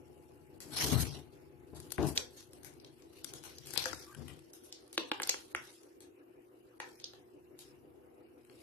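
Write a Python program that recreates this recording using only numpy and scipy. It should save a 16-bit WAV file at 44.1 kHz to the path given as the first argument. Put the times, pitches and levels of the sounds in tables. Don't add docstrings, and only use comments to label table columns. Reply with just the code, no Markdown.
import sys
import numpy as np
from scipy import signal
from scipy.fft import rfft, irfft, next_fast_len
from scipy.io import wavfile
from scipy.ndimage import uniform_filter1d, minimum_filter1d

SR = 44100
rng = np.random.default_rng(int(sys.argv[2]) if len(sys.argv) > 2 else 0)


def linear_from_db(decibels):
    return 10 ** (np.asarray(decibels, float) / 20)


def unload_wav(signal):
    wavfile.write(
        sys.argv[1],
        SR,
        np.round(np.clip(np.atleast_2d(signal).T, -1, 1) * 32767).astype(np.int16),
    )


N = 380141
T = np.arange(N) / SR
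HZ = np.fft.rfftfreq(512, 1 / SR)
STROKE_HZ, STROKE_AT = 5.99, 7.01


def evened(x):
    return x / np.sqrt(np.mean(x ** 2) + 1e-20)


def read(points, hz):
    f, value = np.transpose(points)
    return np.interp(np.log(hz + 1), np.log(f + 1), value)


def curves(rows):
    s, *columns = np.transpose(rows)
    return [np.interp(T, s, c) for c in columns]


def sides(pan_db):
    return linear_from_db(np.array([pan_db / 2, -pan_db / 2]))


def filtered(x, order, hz, kind):
    return signal.sosfilt(signal.butter(order, hz, kind, fs=SR, output="sos"), x)


def drift(per_s, channels=1):
    size = next_fast_len(N)
    hz = np.fft.rfftfreq(size, 1 / SR)
    spectrum = rfft(rng.standard_normal((channels, size))) / (1 + (hz / per_s) ** 4)
    return evened(irfft(spectrum, size)[:, :N])


def luck(shape, size):
    rough = uniform_filter1d(rng.standard_normal(shape), size[0], axis=0)
    return evened(uniform_filter1d(rough, size[1], axis=1))


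def ring(x, modes):
    out = np.zeros(x.shape)
    for k, (hz, width, db) in enumerate(modes):
        r = np.exp(-np.pi * width / SR)
        poles = [1, -2 * r * np.cos(2 * np.pi * hz / SR), r * r]
        out += (-1) ** k * linear_from_db(db) * signal.lfilter([1 - r, 0, r - 1], poles, x)
    return out


def hiss(colour_db, patchy_db, same, streaky_db):
    shape = (N // 128 + 5, 257)
    a, b, c, d = rng.standard_normal((4, *shape[::-1]))
    patches = luck(shape[::-1], size=(8, 14))
    streaks = luck(shape[::-1], size=(2, 24))
    same = np.clip(same, -1, 1)[:, None]
    left = a + 1j * b
    right = same * left + np.sqrt(1 - same ** 2) * (c + 1j * d)
    level = linear_from_db(colour_db[:, None] + patchy_db * patches + streaky_db * streaks)
    return signal.istft(np.array([left, right]) * level, nperseg=512, noverlap=384)[1][:, :N]


def swells(rows, extra_db=0):
    s, db, rise, fall = np.transpose(rows)[:4, :, None]
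    late = T[::32] - s
    span_s = np.maximum(np.where(late < 0, rise, fall), .005)
    shape_db = db + extra_db - 30 * abs(late) / span_s
    return np.interp(T, T[::32], 10 * np.log10((linear_from_db(shape_db) ** 2).sum(0) + 1e-14))


# [peak t/s, peak level/dB, rise/s, fall/s]
SLIDES = [(.25, -84.5, 2.6, 1.6), (.64, -80, 0.036, 0.12), (.735, -61, 0.023, 0.13),
          (.775, -45, 0.074, 0.22), (.805, -39, 0.058, 0.24), (.835, -37, 0.14, 0.099),
          (.885, -45, .1, 0.24), (.93, -46.5, 0.21, 0.084), (.99, -44.5, 0.072, 0.11),
          (1.02, -43, 0.17, 0.082), (1.07, -55.5, .1, .2), (1.15, -58, 0.35, .15), (1.33, -76, 0.044, 0.39),
          (1.87, -69, 0.28, 0.044), (1.91, -62.5, 0.034, 0.18), (2.09, -50.5, 0.094, 0.065),
          (2.16, -49, 0.017, 0.11), (2.4, -67, 0.21, 0.16), (2.52, -75, 0.019, 1.8),
          (3.19, -65, 0.15, 0.081), (3.29, -60, 0.16, 0.13), (3.39, -64.5, 0.31, 0.077),
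          (3.5, -61.5, 0.23, 0.23), (3.76, -63, 0.12, 1.3), (3.82, -49.5, 0.27, 0.42),
          (4.27, -68, 0.037, 0.21), (4.69, -71.5, 0.46, 0.91), (5.1, -64, 0.35, 0.83),
          (5.28, -55.5, 0.14, 0.27), (5.69, -63, 0.48, 0.34), (6.87, -71, 0.18, 0.43),
          (7.01, -77, 0.81, 0.68), (7.6, -68.5, 0.057, 0.28), (8.62, -72, 0.36, 0.24)]
# [f/Hz, density/dB per Hz]
FUR = [(290, -51.5), (500, -5.5), (1290, -4), (1910, -3.5), (2350, -2), (4920, 1.5), (5420, 2), (7070, -4),
       (12200, -1.5), (13400, -15.5), (14000, -85)]
# [t/s, left-right level/dB]
FACING = [(0, 6.5), (.75, 5), (.9, -0.5), (1.9, 3), (3.3, 2), (3.8, 2), (4.6, -0.5), (8.62, 3)]
# [t/s, brightness/dB]
GRAIN = [(0, 0.1), (.72, 2), (.78, -1.5), (.85, 0.5), (.93, 2), (.97, -1), (1.02, 3.5), (1.1, -4.5),
         (1.7, -0.7), (2.08, 3), (3.6, -5), (3.9, -1.3), (5.3, -5), (5.35, 2.5), (5.45, -1.2), (8.62, -0.7)]


def slides():
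    stir_db = -91
    light_db_per_db, firm_db = 0.1149, -49
    level_db = 10 * np.log10(linear_from_db(swells(SLIDES)) ** 2 + linear_from_db(stir_db) ** 2)
    bright_db = light_db_per_db * (firm_db - level_db) + curves(GRAIN)[0]
    pan_db = curves(FACING)[0]
    dull = hiss(read(FUR, HZ) - 60 * (HZ > 6500), 3.2, 0 * HZ + .08, 2.5)
    bright = hiss(read(FUR, HZ) - 60 * (HZ <= 6500), 1.4, 0 * HZ + 0.042, 3.1)
    grit = linear_from_db(1.8 * drift(60) + 2. * drift(500, channels=2))
    fur = (dull + linear_from_db(bright_db) * bright) / np.sqrt(np.mean((dull + bright) ** 2))
    return linear_from_db(level_db + 6.5) * sides(pan_db) * grit * fur


# [peak t/s, peak level/dB, rise/s, fall/s, body level/dB]
BUMPS = [(0.048, -58, 4.4, 3.6, -8), (.8, -45.5, 0.55, 0.28, 4.5), (.84, -32.5, 0.051, 0.39, 2.5),
         (0.933, -20, 0.076, 0.27, -10.5), (1.0, -27, 0.11, 0.099, -17), (1.15, -50, 0.22, 0.29, 8),
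         (1.6, -56.5, 2.8, 3, -7), (1.733, -42.5, 0.016, 0.33, 1.5), (1.986, -25.5, 0.0042, 0.23, 7),
         (2.05, -27.5, 0.052, 0.14, -2), (2.2, -66, .3, 0.55, -1), (2.64, -56, 0.69, 1.4, 3.5),
         (3.358, -56, 0.65, 0.38, 5), (3.83, -48, 0.9, 0.12, -7), (3.924, -49.5, 0.17, 0.39, -4),
         (4.172, -39.5, 0.02, 0.29, -8.5), (5.55, -57, 0.022, 0.31, -1), (4.21, -42, 0.12, 0.26, -24),
         (4.32, -48.5, 0.25, 0.22, -1), (5.248, -62.5, 0.089, 0.68, -9), (7.21, -66.5, 0.6, 0.22, 6),
         (7.73, -62, 1.43, 2, 4.5), (8.48, -65.5, 0.43, 0.12, -6), (8.594, -65.5, 0.38, 0.087, 9)]
# [f/Hz, width/Hz, level/dB]
THUD = [(75.7, 15, 3.5), (120, 25, 0.5), (143.8, 12.7, 5), (189.9, 8.6, -6.5), (245, 25, -5.5)]
# [f/Hz, width/Hz, level/dB]
BODY = [(300, 87, 8.5), (456, 71, 5.5), (550, 344, -3), (814, 560, -7)]


def bumps():
    level_db = swells(BUMPS)
    body_db = swells(BUMPS, np.array(BUMPS)[:, 4:]) - level_db
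    push, other = rng.standard_normal((2, N)) * linear_from_db(2.5 * drift(20))
    thud = evened(ring(np.array([push, .75 * push + 0.79 * other]), THUD))
    thud /= np.sqrt(uniform_filter1d(thud[0] ** 2, size=2600) + 0.069)
    body = evened(ring(np.array([other, 0.53 * other + 0.58 * push[::-1]]), BODY))
    shade = linear_from_db(np.array([[0], [-23]]))
    return linear_from_db(level_db - 1.0) * (shade * thud + linear_from_db(body_db - 9) * sides(2.5)[:, None] * body)


# [multiple of the stroke rate, level/dB]
ORDERS = [(15, -89), (20, -80), (35, -87), (40, -81), (55, -71.5), (60, -67), (65, -78), (80, -80),
          (100, -95.5), (180, -96.5)]
# [multiple of the stroke rate, level/dB, lag/s]
CASE = [(24, -90.5, .02), (49, -72.5, 0.031), (54, -77.5, 0.072), (65.75, -73.5, 0.006),
        (82.06, -75.5, 0.024), (88.5, -81, 0.025), (100.3, -83, 0.017), (120.4, -88.5, 0.046)]
# [t/s, level/dB]
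WHINE = [(0, -75), (1.6, -78), (3.1, -85), (4, -100), (8.62, -110)]


def motor():
    turns = STROKE_HZ * (T - STROKE_AT)
    whine = np.sin(2 * np.pi * 845 * T + 1.2 * drift(4.6)[0])
    case = np.sqrt(2) * linear_from_db(curves(WHINE)[0]) * whine
    for k, db, lag in [*CASE, *((k, db, None) for k, db in ORDERS)]:
        swell = 1
        if lag is not None:
            swell = evened(np.exp(2.2 * np.cos(2 * np.pi * (turns - STROKE_HZ * lag))))
        waver = linear_from_db(db + 2.2 * drift(.9)[0])
        phase = 2 * np.pi * (round(k) * turns + rng.random()) + 0.079 * drift(1.9)[0]
        case += np.sqrt(2) * waver * swell * np.sin(phase)
    return sides(0.89)[:, None] * np.array([np.roll(case, 9), case])


# [f/Hz, density/dB per Hz]
AIR = [(18, -63.5), (30, -17.5), (112, -18.5), (257, -39), (316, -3), (490, -16.5), (557, -19.5),
       (686, -17), (888, -23), (2030, -31), (2920, -29), (3320, -50), (6020, -67.5), (12700, -30.5),
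       (14500, -75.5)]
# [f/Hz, correlation]
SAME = [(60, 0.67), (180, 0.97), (550, -0.51), (1650, -0.11), (4970, -0.07), (15000, -0.76)]


def air():
    x = hiss(read(AIR, HZ), 3.1, read(SAME, HZ), 1.7)
    high = filtered(x.mean(0), 4, 600, "high")
    x *= linear_from_db(-74.5) * sides(1.6)[:, None] / np.sqrt(np.mean(high ** 2))
    puff = filtered(x, 2, (450, 3300), "band")
    return x + 0.18 * np.cos(2 * np.pi * STROKE_HZ * (T - STROKE_AT - .025)) * puff


# [f/Hz, t60/s]
ROOM = [(300, 0.47), (1500, 0.3), (5000, 0.26), (12000, 0.16)]


def room(x):
    taps = np.zeros((2, SR // 2))
    at = np.arange(60, SR // 2 - 20, 20)
    at = at + rng.integers(0, 20, (2, len(at)))
    np.put_along_axis(taps, at, rng.choice([-1., 1.], at.shape), 1)
    hz, t, z = signal.stft(taps, SR, nperseg=128)
    swell = 1 - 0.76 * np.exp(-(t / 0.012) ** 2)
    decay = linear_from_db(-60 * t / read(ROOM, hz)[:, None])
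    tail = signal.istft(z * swell * decay, SR, nperseg=128)[1]
    return signal.oaconvolve(x, tail / np.linalg.norm(tail[0]), axes=1)[:, :N]


# [f/Hz, width/Hz, level/dB]
PANEL = [(314, 120, -2), (498, 56.6, 4.5), (813, 210, -2), (1546, 492, 0)]
# [f share, width share, level/dB]
TIP = [(.58, .4, -7), (1., .35, 0), (1.5, .6, -3)]
# [f/Hz, width/Hz, level/dB]
FIZZ = [(6820, 1200, 6.5), (8470, 2500, 14.5), (11560, 2300, 12.5)]
# [t/s, peak level/dB, left-right/dB, room level/dB, tip f/Hz]
PICKS = [(1.7658, -50, 18.5, 3.5, 5910), (2.029, -29, 4.5, -6, 3960), (2.365, -51, -1, 19, 5300),
         (3.022, -50, 13, -1, 4524), (3.584, -33.5, 4, -10, 5210), (3.7069, -34.5, 21.5, 2, 5760),
         (3.7764, -15.5, 16, -3.5, 3750), (3.8405, -23, -0.5, -8, 3700), (3.9472, -36, -8, -15, 4270),
         (5.233, -17.5, -3, -15, 4760), (5.2938, -8, -0.5, -8, 4200), (5.833, -46.5, 10, -8, 5460)]
PULLS = [(3.761, -30.5, 8, 0, 2600), (3.857, -27, 21.5, -2.5, 4760), (3.931, -32, 20.5, -6.5, 4230),
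         (4.978, -14, 0, -7, 2530), (5.1163, -19, -1.5, -9, 2380), (5.3426, -29.5, 0, -12, 1920),
         (5.549, -20, -1.5, -7, 1900), (6.8014, -30, 1, -3, 1740), (7.135, -41.5, 1, -0.5, 3135),
         (8.4979, -47, 7.5, -5, 2500)]
RIPS = [(1.8017, -39, 3, -7.5, 4060), (1.9203, -28.5, 10.5, -9, 4330), (2.0694, -32.5, 2.5, 1, 4550),
        (2.533, -42.5, 3, -6, 4630), (2.9822, -66.5, 7, 12.5, 2510), (3.2448, -31.5, 15.5, -8, 4150),
        (3.6597, -42, 2, 7, 4370), (5.339, -44.5, -2.5, 6, 5000), (4.128, -54, 4, -1.5, 4500),
        (4.3915, -52.5, 5, -21, 2460), (4.536, -42, 0.5, 3, 5100), (4.637, -53.5, 1.5, 9.5, 5880),
        (4.878, -54, -3, -8, 4830), (4.9292, -37.5, -1, 0.5, 4260), (7.5905, -42, 1.5, 1.5, 3960),
        (8.4495, -57.5, 5, -1, 2260)]
DIGS = [(0.604, -38, 3.5, 4.5, 4190), (1.7484, -53, 0, 14, 4030), (1.906, -42, 14, -5, 4660),
        (2.157, -36.5, -3, 8.5, 4200), (2.163, -30.5, 3, 3.5, 4290), (2.6328, -44, 10, 3, 5500),
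        (2.6467, -39, 12, 4, 4980), (3.3366, -34.5, 5.5, -1.5, 4250), (3.4378, -39, 10.5, 6.5, 4480),
        (3.671, -38.5, 7.5, 2.5, 3900), (3.7555, -39.5, 10, -2.5, 5500), (3.732, -43, 8.5, -2, 5900),
        (3.7372, -34, 14, -1.5, 4440), (4.148, -41.5, 3.5, -40, 2180), (4.2816, -48.5, 18.5, 5, 2080),
        (5.2196, -27.5, -2, -5, 1980), (5.2735, -27, -2, -3, 4760), (6.0052, -47.5, 2.5, 3.5, 3400)]
TAPS = [(2.1765, -7.5, -2.5, -12.5, 3900), (5.2375, -28, 0.5, -7, 4000), (2.847, -37, 5, -4.5, 4040),
        (4.726, -26.5, 0.5, -5, 4850), (7.0, -36, 2, -3.5, 4320)]
PINGS = [(7.0424, -20.5, -5, -8.5, 4530), (7.0554, -35, 7, -7, 4100), (2.2, -40.5, -1, -6, 5070),
         (3.793, -27.5, 7.5, -7, 3900), (5.311, -34, -2.5, -5.5, 4600), (5.5615, -33, -3, -6, 5600),
         (4.533, -41, 0.5, -3, 6200), (2.8, -45.5, 6, -7.5, 4500), (4.646, -48, 5, 2, 6000)]
TICKS = [(1.951, -50, 10, -8, 6000), (2.087, -40, 3, -6, 7000), (2.655, -46, 12, -6, 6500),
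         (2.668, -44, 12, -4, 6500), (2.738, -53, 8, -6, 7700), (3.431, -46, 9, -3, 5500),
         (6.8017, -39, 1, -6, 7000), (5.199, -40, 0.5, -10, 7500), (4.9795, -19.5, 0.5, -7, 4300),
         (3.86, -29, 8, -4, 5800), (6.8019, -35, 1, 0.5, 4300), (3.7768, -22, 9, -5, 8000),
         (5.1175, -29, 0.5, -8, 4200), (4.9296, -40, -1, 0.5, 4300), (5.551, -30, -1, -9, 4000)]
THUMPS = [(0.7186, -68.5, 24, 22.5, 5070), (1.9815, -39.5, 15, -8, 2000), (5.2, -31.5, 0, -11.5, 2260)]
# [snaps, panel knock/dB, fizz/dB, side rings of the tip/dB, loose tears/dB]
HOLDS = [
    (PICKS, -25.5, -20.5, 0, -4.5),
    (TAPS, -31, -35, -1.8, -8),
    (PULLS, -8.5, -24, 0, -5),
    (RIPS, -19.5, -7, 0, -3.5),
    (DIGS, -14.5, -9, 0, -3.5),
    (THUMPS, 1.5, -18.5, 0, -6.5),
    (PINGS, -35.5, -33.5, -14, -7),
    (TICKS, -34, -21, -1, -7),
]


def tearing(t, hz, side_db, loose_db):
    late = t - .0015
    envelope = linear_from_db(loose_db - 60 * abs(late) / np.where(late < 0, .005, .018))
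    tears = rng.standard_normal((2, len(t))) * (rng.random(len(t)) < .08) * envelope
    tears[1] = 0.056 * tears[0] + 0.73 * tears[1]
    tears[:, 66] = 1.1
    if side_db < -8:
        tears = ring(tears, [(hz, .7 * hz, 0)])
    return tears


def claws():
    echo_s, echo_db = .0036, -12.5
    t = np.arange(2600) / SR
    near = np.zeros((2, N + 2 * len(t)))
    far = np.zeros((3, 2, N + len(t)))
    snaps = [(*row, *kind) for rows, *kind in HOLDS for row in rows]
    for k, (s, db, pan_db, room_db, hz, knock_db, fizz_db, side_db, loose_db) in enumerate(snaps):
        tears = tearing(t, hz, side_db, loose_db)
        tip_modes = np.multiply(TIP, [hz, hz, 1]) + np.outer([1, 0, 1], [0, 0, side_db])
        parts = [ring(tears, modes) for modes in (tip_modes, FIZZ, PANEL)]
        tip, fizz, knock = (p / abs(p).max() for p in parts)
        snap = linear_from_db(db) * (tip + linear_from_db(fizz_db + 12.0) * fizz + linear_from_db(knock_db + 5.5) * knock)
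        i = round(s * SR) - 62
        left, right = sides(pan_db)
        for j, gain in ((i, 1), (i + round(echo_s * SR), linear_from_db(echo_db))):
            near[0, j:j + len(t)] += gain * left * snap[0]
            near[1, j + 4:j + 4 + len(t)] += gain * right * snap[1]
        airborne = snap[0] - 0.19 * linear_from_db(db + knock_db - 6.0) * knock[0]
        far[k % len(far), :, i:i + len(t)] += linear_from_db(room_db - 0.5) * sides(.5 * pan_db)[:, None] * airborne
    echoes = sum(room(spot) for spot in far)
    return near[:, :N] + sides(1.9)[:, None] * echoes


# [t/s, peak level/dB, f/Hz, t60/s]
BOOMS = [(3.8568, -35, 518, 0.18), (4.9802, -31, 330, 0.11), (5.116, -37.5, 314, 0.14),
         (5.1996, -44.5, 378, .15), (5.5484, -40, 350, 0.07)]


def booms():
    out = np.zeros(N)
    for s, db, hz, t60 in BOOMS:
        t = np.maximum(T - s, 0)
        envelope = linear_from_db(db - 60 * t / t60) * (1 - np.exp(-t / 0.0012))
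        out += envelope * (np.sin(2 * np.pi * hz * t) + 0.31 * np.sin(2 * np.pi * 1.3 * hz * t))
    return out


# [t/s, length/s, level/dB, f/Hz]
SQUEAKS = [
    (4.056, 0.09, -61.5, 1180),
    (4.105, 0.085, -63, 1560),
    (4.27, 0.049, -68, 1950),
]


def squeaks():
    out = np.zeros((2, N))
    for s, length, db, hz in SQUEAKS:
        arch = np.sin(np.pi * np.clip((T - s) / length, 0, 1))
        out += linear_from_db(db) * arch * evened(ring(rng.standard_normal(N), [(hz, 70., 0)]))
    return sides(5.7)[:, None] * out


def scene():
    return slides() + bumps() + motor() + air() + claws() + booms() + squeaks()


def starve(x):
    hz, t, z = signal.stft(x, SR, nperseg=256, noverlap=192)
    power = uniform_filter1d((abs(z) ** 2).mean(0), size=5, axis=0)
    level_db = 10 * np.log10(uniform_filter1d(power, size=4, axis=1) + 1e-18)
    peak_db = -minimum_filter1d(-level_db[15:70].max(0), size=19, origin=-2)
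    reach_db = 23.5 + 8 * (hz[:, None] < 5000) + 8. * luck(level_db.shape, size=(7, 5))
    under = .5 + (level_db - peak_db + reach_db) / 1.5
    gain = np.clip(under + 9 * (hz[:, None] < 2000), .05, 1)
    x = signal.istft(z * gain, SR, nperseg=256, noverlap=192)[1]
    hz, t, z = signal.stft(x, SR, nperseg=1024, noverlap=768)
    margin = 1.25 + (np.log(hz[:, None] / 5500 + 1e-3) / 1.1) ** 2
    chance = luck(z.shape[1:], size=(8, 12)) + .6 * luck(z.shape[1:], size=(30, 25))
    keep = np.where(chance > -margin * 1.03, 1, .06)
    return signal.istft(z * keep, SR, nperseg=1024, noverlap=768)[1][:, :N]


def band_limit(x):
    return signal.sosfilt(signal.butter(12, 16640, fs=SR, output="sos"), x)


OPEN_TOP_S = [1.802, 1.92, 2.07, 2.647, 3.337, 3.707, 3.776, 4.148, 5.117, 6.801, 7.59]


def record(dry):
    x = filtered(dry, 2, 55, "high")
    low = signal.oaconvolve(x, signal.firwin(301, 13100, fs=SR)[None], "same")
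    opened = sum(np.exp(-((T - s) / .003) ** 4) for s in OPEN_TOP_S)
    mix = starve(low + (linear_from_db(-28) + linear_from_db(-6.0) * opened) * (x - low))
    return band_limit(mix)


dry = scene()
out = record(dry)
unload_wav(out)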